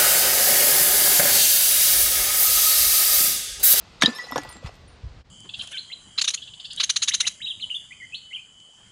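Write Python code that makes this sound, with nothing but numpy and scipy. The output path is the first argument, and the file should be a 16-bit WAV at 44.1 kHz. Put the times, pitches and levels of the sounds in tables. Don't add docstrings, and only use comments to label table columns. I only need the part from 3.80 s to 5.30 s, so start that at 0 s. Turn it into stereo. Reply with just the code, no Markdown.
import sys
import numpy as np
from scipy import signal
from scipy.fft import rfft, irfft
from scipy.io import wavfile
from scipy.ndimage import uniform_filter1d

SR = 44100
rng = np.random.default_rng(int(sys.argv[2]) if len(sys.argv) > 2 else 0)


def gain_from_db(level_db):
    decades = np.asarray(level_db, float) / 20
    return 10 ** decades


def dump_mix(stems):
    frames = np.atleast_2d(stems).T
    limited = np.clip(frames, -1, 1)
    pcm = np.round(limited * 32767).astype(np.int16)
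    wavfile.write(sys.argv[1], SR, pcm)


N = 66150

# frequency in Hz, density in dB per Hz.
YARD_SPECTRUM = [(88, -48), (150, -3), (420, -13.5), (453, -9), (595, -11.5), (4310, -21.5), (8010, -37.5),
                 (9180, -44), (15500, -78)]
# frequency in Hz, left-right correlation from -1 to 1.
YARD_LIKENESS = [(60, 0.1), (240, -0.075), (950, 0.12), (3770, -0.023), (15000, -0.09)]
# frequency in Hz, density in dB per Hz.
WIND_SPECTRUM = [(12, -62.5), (30, -9), (62, -0.5), (90, -4.5), (140, -10), (190, -30), (400, -25.5),
                 (800, -81.5)]
# time in seconds, level in dB.
WIND_LEVEL = [(0, -52.5), (.28, -49.5), (.31, -82), (.42, -66), (.46, -56.5), (.6, -49), (.69, -47),
              (.72, -54.5), (.83, -52), (.92, -48.5), (1.15, -45), (1.19, -54), (1.3, -43), (1.4, -46.5),
              (1.5, -46)]
# frequency in Hz, density in dB per Hz.
SPATTER_SPECTRUM = [(88, -59), (150, -26), (205, -1), (1600, -5), (1980, -6.5), (2270, -7.5), (5330, -15),
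                    (12000, -32.5), (15500, -82)]
# time in seconds, level in dB.
SPATTER_LEVEL = [(.205, -55.5), (.222, -27), (.24, -31), (.26, -31), (.32, -43.5), (.45, -46), (.5, -48.5),
                 (.545, -45), (.59, -45), (.66, -45), (.76, -51.5), (.81, -60), (.868, -40.5),
                 (.885, -49.5), (.92, -55.5), (1.05, -71)]
# start in seconds, level in dB, note
# in Hz, 60 dB decay in seconds.
SHARD_RINGS = [(0.207, -34.5, 3730, 0.18), (0.213, -26, 6500, 0.11), (0.235, -21.5, 1780, 0.076),
               (.262, -33, 3470, .1), (.33, -44, 3675, 0.44), (.355, -41.5, 9819, 0.095),
               (.355, -48.5, 11580, 0.11), (0.375, -44.5, 8066, 0.19), (0.512, -43, 5319, 0.23),
               (.513, -37, 11680, 0.029), (0.56, -29.5, 5609, 0.099), (0.557, -27.5, 1720, 0.12),
               (0.566, -54, 9000, 0.2), (.559, -57, 10500, 0.089), (.58, -34, 6600, 0.07),
               (.578, -55, 14600, 0.13), (.691, -37.5, 9200, 0.081), (.691, -53, 11900, 0.15),
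               (.727, -37.5, 7500, 0.2), (1.077, -56, 9000, 0.2),
               (.713, -44, 9140, .1),
    (.954, -71, 12600, .3),
    (.515, -50, 9114, .08),
    (.558, -40, 11350, .05),
    (.64, -63, 14350, .15),
    (.872, -50, 5300, .06),
    (1.242, -54, 5250, .04),
]
# start in seconds, level in dB, note in Hz, rise in seconds,
# 60 dB decay in seconds.
SHARD_SWELLS = [(.2343, -7, 3625, .002, .018), (.2431, -25, 1780, .006, .15), (.2466, -20, 3170, .003, .04),
                (.2586, -3, 3830, .0017, .011), (.2591, -13, 3150, .0012, .01),
                (.2604, -11, 4900, .0015, .017), (.2621, -29, 1735, .004, .05), (.267, -35, 4075, .006, .1),
                (.27, -43, 7500, .005, .18), (.271, -44, 7050, .005, .14), (.285, -37, 1752, .015, .5),
                (.298, -43, 8000, .004, .04), (.33, -46, 4030, .05, .4), (.341, -38, 5333, .018, .3),
                (.36, -49, 6400, .02, .15), (.365, -57, 12300, .015, .1), (.366, -56, 11100, .015, .1),
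                (.381, -29, 1954, .02, .12), (.405, -53, 9200, .01, .2), (.41, -46, 5185, .014, .3),
                (.42, -43, 4054, .025, .15), (.421, -60, 12000, .02, .2), (.453, -40, 1955, .045, 1.1),
                (.53, -52, 9200, .004, .04), (.5311, -36, 3700, .002, .015)]
# start in seconds, level in dB, colour in Hz, 60 dB decay in seconds.
GLASS_CRACKS = [(.2138, -19, 4340, .012), (.2211, -3, 3880, .012), (.2213, -5, 2110, .014),
                (.222, -15, 1250, .02), (.2225, -9, 5700, .014), (.2239, -8, 1640, .022),
                (.2265, -15, 2800, .012), (.2298, -13, 3000, .012), (.2305, -10, 4400, .012),
                (.2307, -13, 2315, .02), (.2325, -17, 5560, .02), (.2345, -10, 3250, .01),
                (.2593, -14, 5700, .007), (.26, -29, 9800, .008), (.292, -43, 10000, .01),
                (.306, -38, 5070, .016), (.349, -38, 9000, .04), (.3492, -45, 11800, .02),
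                (.36, -40, 6300, .012), (.384, -30, 3200, .014), (.443, -39, 5500, .006),
                (.5125, -34, 5000, .004), (.513, -45, 12800, .02), (.521, -28, 3480, .012),
                (.559, -20.5, 3720, .011), (.5795, -11, 4800, .0035), (.5876, -31, 3500, .01),
                (.617, -30, 5070, .0067), (.634, -23, 8330, .0027), (.65, -40, 5000, .008),
                (.6905, -25, 4870, .004), (.713, -36, 4420, .006), (.7265, -28, 3250, .0027),
                (.768, -34, 4070, .007), (.7682, -46, 11000, .005), (.839, -48, 10000, .004),
                (.8405, -44, 6000, .005), (.8612, -32, 2600, .007), (.8636, -34, 3600, .006),
                (.866, -45, 8500, .005), (.871, -34, 3100, .006), (.874, -46, 10500, .005),
                (.8761, -42, 5300, .01), (.882, -39, 3500, .005), (.942, -38, 5500, .004),
                (.954, -43, 7800, .006)]
# start in seconds, level in dB, pitch in Hz,
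# 60 dB decay in seconds.
PLANK_KNOCKS = [(.2261, -25, 750, .025), (.2336, -13, 640, .026), (.2353, -13, 205, .075),
                (.2771, -21, 223, .12), (.2796, -25, 850, .02), (.2801, -27, 510, .063),
                (.386, -35, 1042, .06), (.44, -38, 500, .04), (.47, -37, 800, .03), (.508, -28, 750, .019),
                (.5201, -33, 252, .12), (.5215, -21, 1040, .022), (.53, -31, 600, .03),
                (.5586, -16, 520, .06), (.5588, -12, 1000, .014), (.5616, -12, 700, .014),
                (.565, -34, 135, .19), (.5656, -14, 620, .016), (.5721, -25, 1500, .025),
                (.581, -29, 288, .1), (.5815, -16, 864, .03), (.649, -35, 893, .06), (.654, -33, 486, .039),
                (.701, -40, 969, .08), (.755, -35, 250, .09), (.764, -40, 826, .05), (.828, -39, 556, .05),
                (.8481, -29, 1100, .008), (.892, -32, 650, .035)]
# start in seconds, level in dB, pitch in Hz, length in seconds.
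WIND_PUFFS = [
    (0.8452, -25, 111.4, 0.011),
    (0.853, -33.5, 58, 0.033),
    (1.234, -28.5, 83.5, 0.018),
    (1.25, -28.5, 69, 0.032),
]

WOOD_PAN_DB, GLASS_PAN_DB, WIND_PAN_DB = -2.5, -0.4, 5


def evened(x):
    return x / np.sqrt(np.mean(x ** 2) + 1e-20)


def read(points, hz):
    f, value = np.transpose(points)
    return np.interp(np.log(hz + 1), np.log(f + 1), value)


def curve(points):
    return gain_from_db(np.interp(np.arange(N) / SR, *np.transpose(points)))


def coloured(x, table):
    gain = gain_from_db(read(table, np.fft.rfftfreq(N, 1 / SR)))
    return evened(irfft(rfft(x) * gain, N))


def add(mix, s, sound, pan_db):
    part = mix[:, round(s * SR):][:, :len(sound)]
    part += gain_from_db([[pan_db / 2], [-pan_db / 2]]) * sound[:part.shape[1]]


def air():
    yard_db, fizz_db, fizz_db_per_s = -51.5, 7.5, -3.5
    a, b, c, d = rfft(rng.standard_normal((4, N)))
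    same = np.clip(read(YARD_LIKENESS, np.fft.rfftfreq(N, 1 / SR)), -1, 1)
    right = same * a + np.sqrt(1 - same ** 2) * b
    hiss = coloured(irfft([a, right], N), YARD_SPECTRUM)
    high_pass = signal.butter(2, 3000, "high", fs=SR, output="sos")
    fizz = signal.sosfilt(high_pass, hiss)
    hiss = hiss + fizz * (gain_from_db(fizz_db + fizz_db_per_s * np.arange(N) / SR) - 1)
    rumble = coloured(irfft([c, 0.33 * c + 1.15 * d], N), WIND_SPECTRUM)
    return gain_from_db(yard_db) * hiss + curve(WIND_LEVEL) * rumble


def debris():
    grains_per_s, spread_db, grain_t60 = 5000, 3., .008
    size = gain_from_db(spread_db * np.minimum(rng.exponential(1, (2, N)), 5))
    landing = rng.random((2, N)) < grains_per_s / SR
    strikes = size * landing * rng.choice([-1., 1.], (2, N))
    t = np.arange(600) / SR
    grain = rng.standard_normal((2, 600)) * gain_from_db(-60 * t / grain_t60)
    a, b = signal.oaconvolve(strikes, grain, axes=1)[:, :N]
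    return curve(SPATTER_LEVEL) * coloured(np.array([a, 0.93 * a + 0.45 * b]), SPATTER_SPECTRUM)


def ring(db, hz, t60, rise=.002):
    beat_hz, twin_db, tumble_db = 20, -10.5, 3.
    t = np.arange(min(int((rise + t60) * SR), 30000)) / SR
    a, b, c = rng.random(3)
    tumble = np.interp(t, np.arange(100) * .008, rng.standard_normal(100))
    mode = np.sin(2 * np.pi * (hz * t + a))
    twin = np.sin(2 * np.pi * ((hz + beat_hz * (.5 + c)) * t + b))
    level = gain_from_db(db - 60 * np.maximum(t - rise, 0) / t60 + tumble_db * tumble)
    return level * (mode + gain_from_db(twin_db) * twin) * np.minimum(t / rise, 1)


def burst(db, hz, t60, wide, tick_db):
    tick_t60, tick_top_hz, mic_top_hz = 0.011, 9000, 11500
    crunch_db, crunch_span, body_rise_s = -9.5, 1.8, .001
    t = np.arange(4000) / SR
    noise = rng.standard_normal((3, len(t)))
    kick = noise[0] * gain_from_db(-60 * t / t60 * 2) * 0.14 + (t == 0) * 2
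    kick = uniform_filter1d(kick, size=int(SR / hz / 4) + 1)
    r = np.exp(-np.pi * wide * 2.2 / t60 / SR)
    body = signal.lfilter([1, -1], [1, -2 * r * np.cos(2 * np.pi * hz / SR), r * r], kick)
    body = body / abs(body).max() * np.minimum(t / body_rise_s, 1)
    tick = signal.lfilter(*signal.butter(3, min(tick_top_hz, 4 * hz), fs=SR), noise[1])
    tick = tick * gain_from_db(tick_db - 60 * t / tick_t60)
    edges = [hz / crunch_span, min(hz * crunch_span, 15000)]
    band = signal.butter(2, edges, "band", fs=SR, output="sos")
    crunch = evened(signal.sosfilt(band, noise[2]))
    crunch = crunch * gain_from_db(crunch_db - 60 * t / (1.11 * t60)) * np.minimum(t * hz, 1)
    mic = signal.butter(3, [70, mic_top_hz], "band", fs=SR, output="sos")
    return gain_from_db(db) * signal.sosfilt(mic, body + tick + crunch)


def glass_crack(db, hz, t60):
    return burst(db, hz, t60, wide=0.98, tick_db=-8)


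def wall(x):
    wall_db, wall_t60 = -11, 0.06
    t = np.arange(8000) / SR
    sparse = rng.standard_normal((2, 8000)) * (rng.random((2, 8000)) < .05)
    tail = sparse * gain_from_db(-60 * t / wall_t60) * (t > .003)
    return gain_from_db(wall_db) * signal.fftconvolve(x, tail / np.linalg.norm(tail[0]), axes=1)[:, :N]


def plank_knock(db, hz, t60):
    return burst(db, hz, t60, wide=1.88, tick_db=-7)


def splinters(count=24):
    level_db, note_t60, strikes_per_s = -4, .09, 30
    t, out = np.arange(4000) / SR, np.zeros((2, N))
    clock = np.arange(N) / SR
    flying = (clock > .25) & (clock < .6)
    for hz in np.geomspace(4500, 12500, count) * rng.uniform(0.87, 1.03, count):
        strikes = rng.standard_normal(N) * (rng.random(N) < strikes_per_s / SR) * flying
        mode = gain_from_db(read(SPATTER_SPECTRUM, hz) - 60 * t / note_t60) * np.sin(2 * np.pi * hz * t)
        note = signal.oaconvolve(strikes, mode)[:N]
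        out += note * (.5 + .5 * rng.random((2, 1)))
    return curve(SPATTER_LEVEL) * gain_from_db(level_db) * out / out[:, flying].std()


def puff(db, hz, length):
    t = np.arange(0, length, 1 / SR)
    swell = np.sqrt(np.sin(np.pi * t / length)) * np.minimum((length - t) * 500, 1)
    return -gain_from_db(db) * swell * np.sin(2 * np.pi * hz * t)


def microphones(hits):
    lead_s, lead_top_rad = 4e-5, 1.8
    lead = np.minimum(2 * np.pi * lead_s * np.fft.rfftfreq(N, 1 / SR), lead_top_rad)
    turn = np.exp(.5j * lead)
    return irfft(rfft(hits) * [turn, 1 / turn], N)


def scene():
    wind = air()
    hits = debris() + splinters()
    for s, db, hz, t60 in SHARD_RINGS:
        add(hits, s, ring(db, hz, t60), GLASS_PAN_DB)
    for s, db, hz, t60 in GLASS_CRACKS:
        add(hits, s, glass_crack(db, hz, t60), GLASS_PAN_DB)
    for s, db, hz, t60 in PLANK_KNOCKS:
        add(hits, s, plank_knock(db, hz, t60), WOOD_PAN_DB)
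    for s, db, hz, rise, t60 in SHARD_SWELLS:
        add(hits, s, ring(db, hz, t60, rise), GLASS_PAN_DB)
    for s, db, hz, length in WIND_PUFFS:
        add(wind, s, puff(db, hz, length), WIND_PAN_DB)
    return microphones(hits) + wall(hits) + wind


def low_pass(x):
    return signal.sosfilt(signal.butter(12, 16000, fs=SR, output="sos"), x)


def record(dry):
    ceiling, dip_s, dip_width_s, dip_db, after_db = .93, 1.433, .013, -15, -6
    u = (np.arange(N) / SR - dip_s) / dip_width_s
    fade = gain_from_db(dip_db * np.exp(-u ** 2) + after_db * (u > 0))
    return low_pass(np.clip(dry, -ceiling, ceiling) * fade)


dry = scene()
out = record(dry)
dump_mix(out)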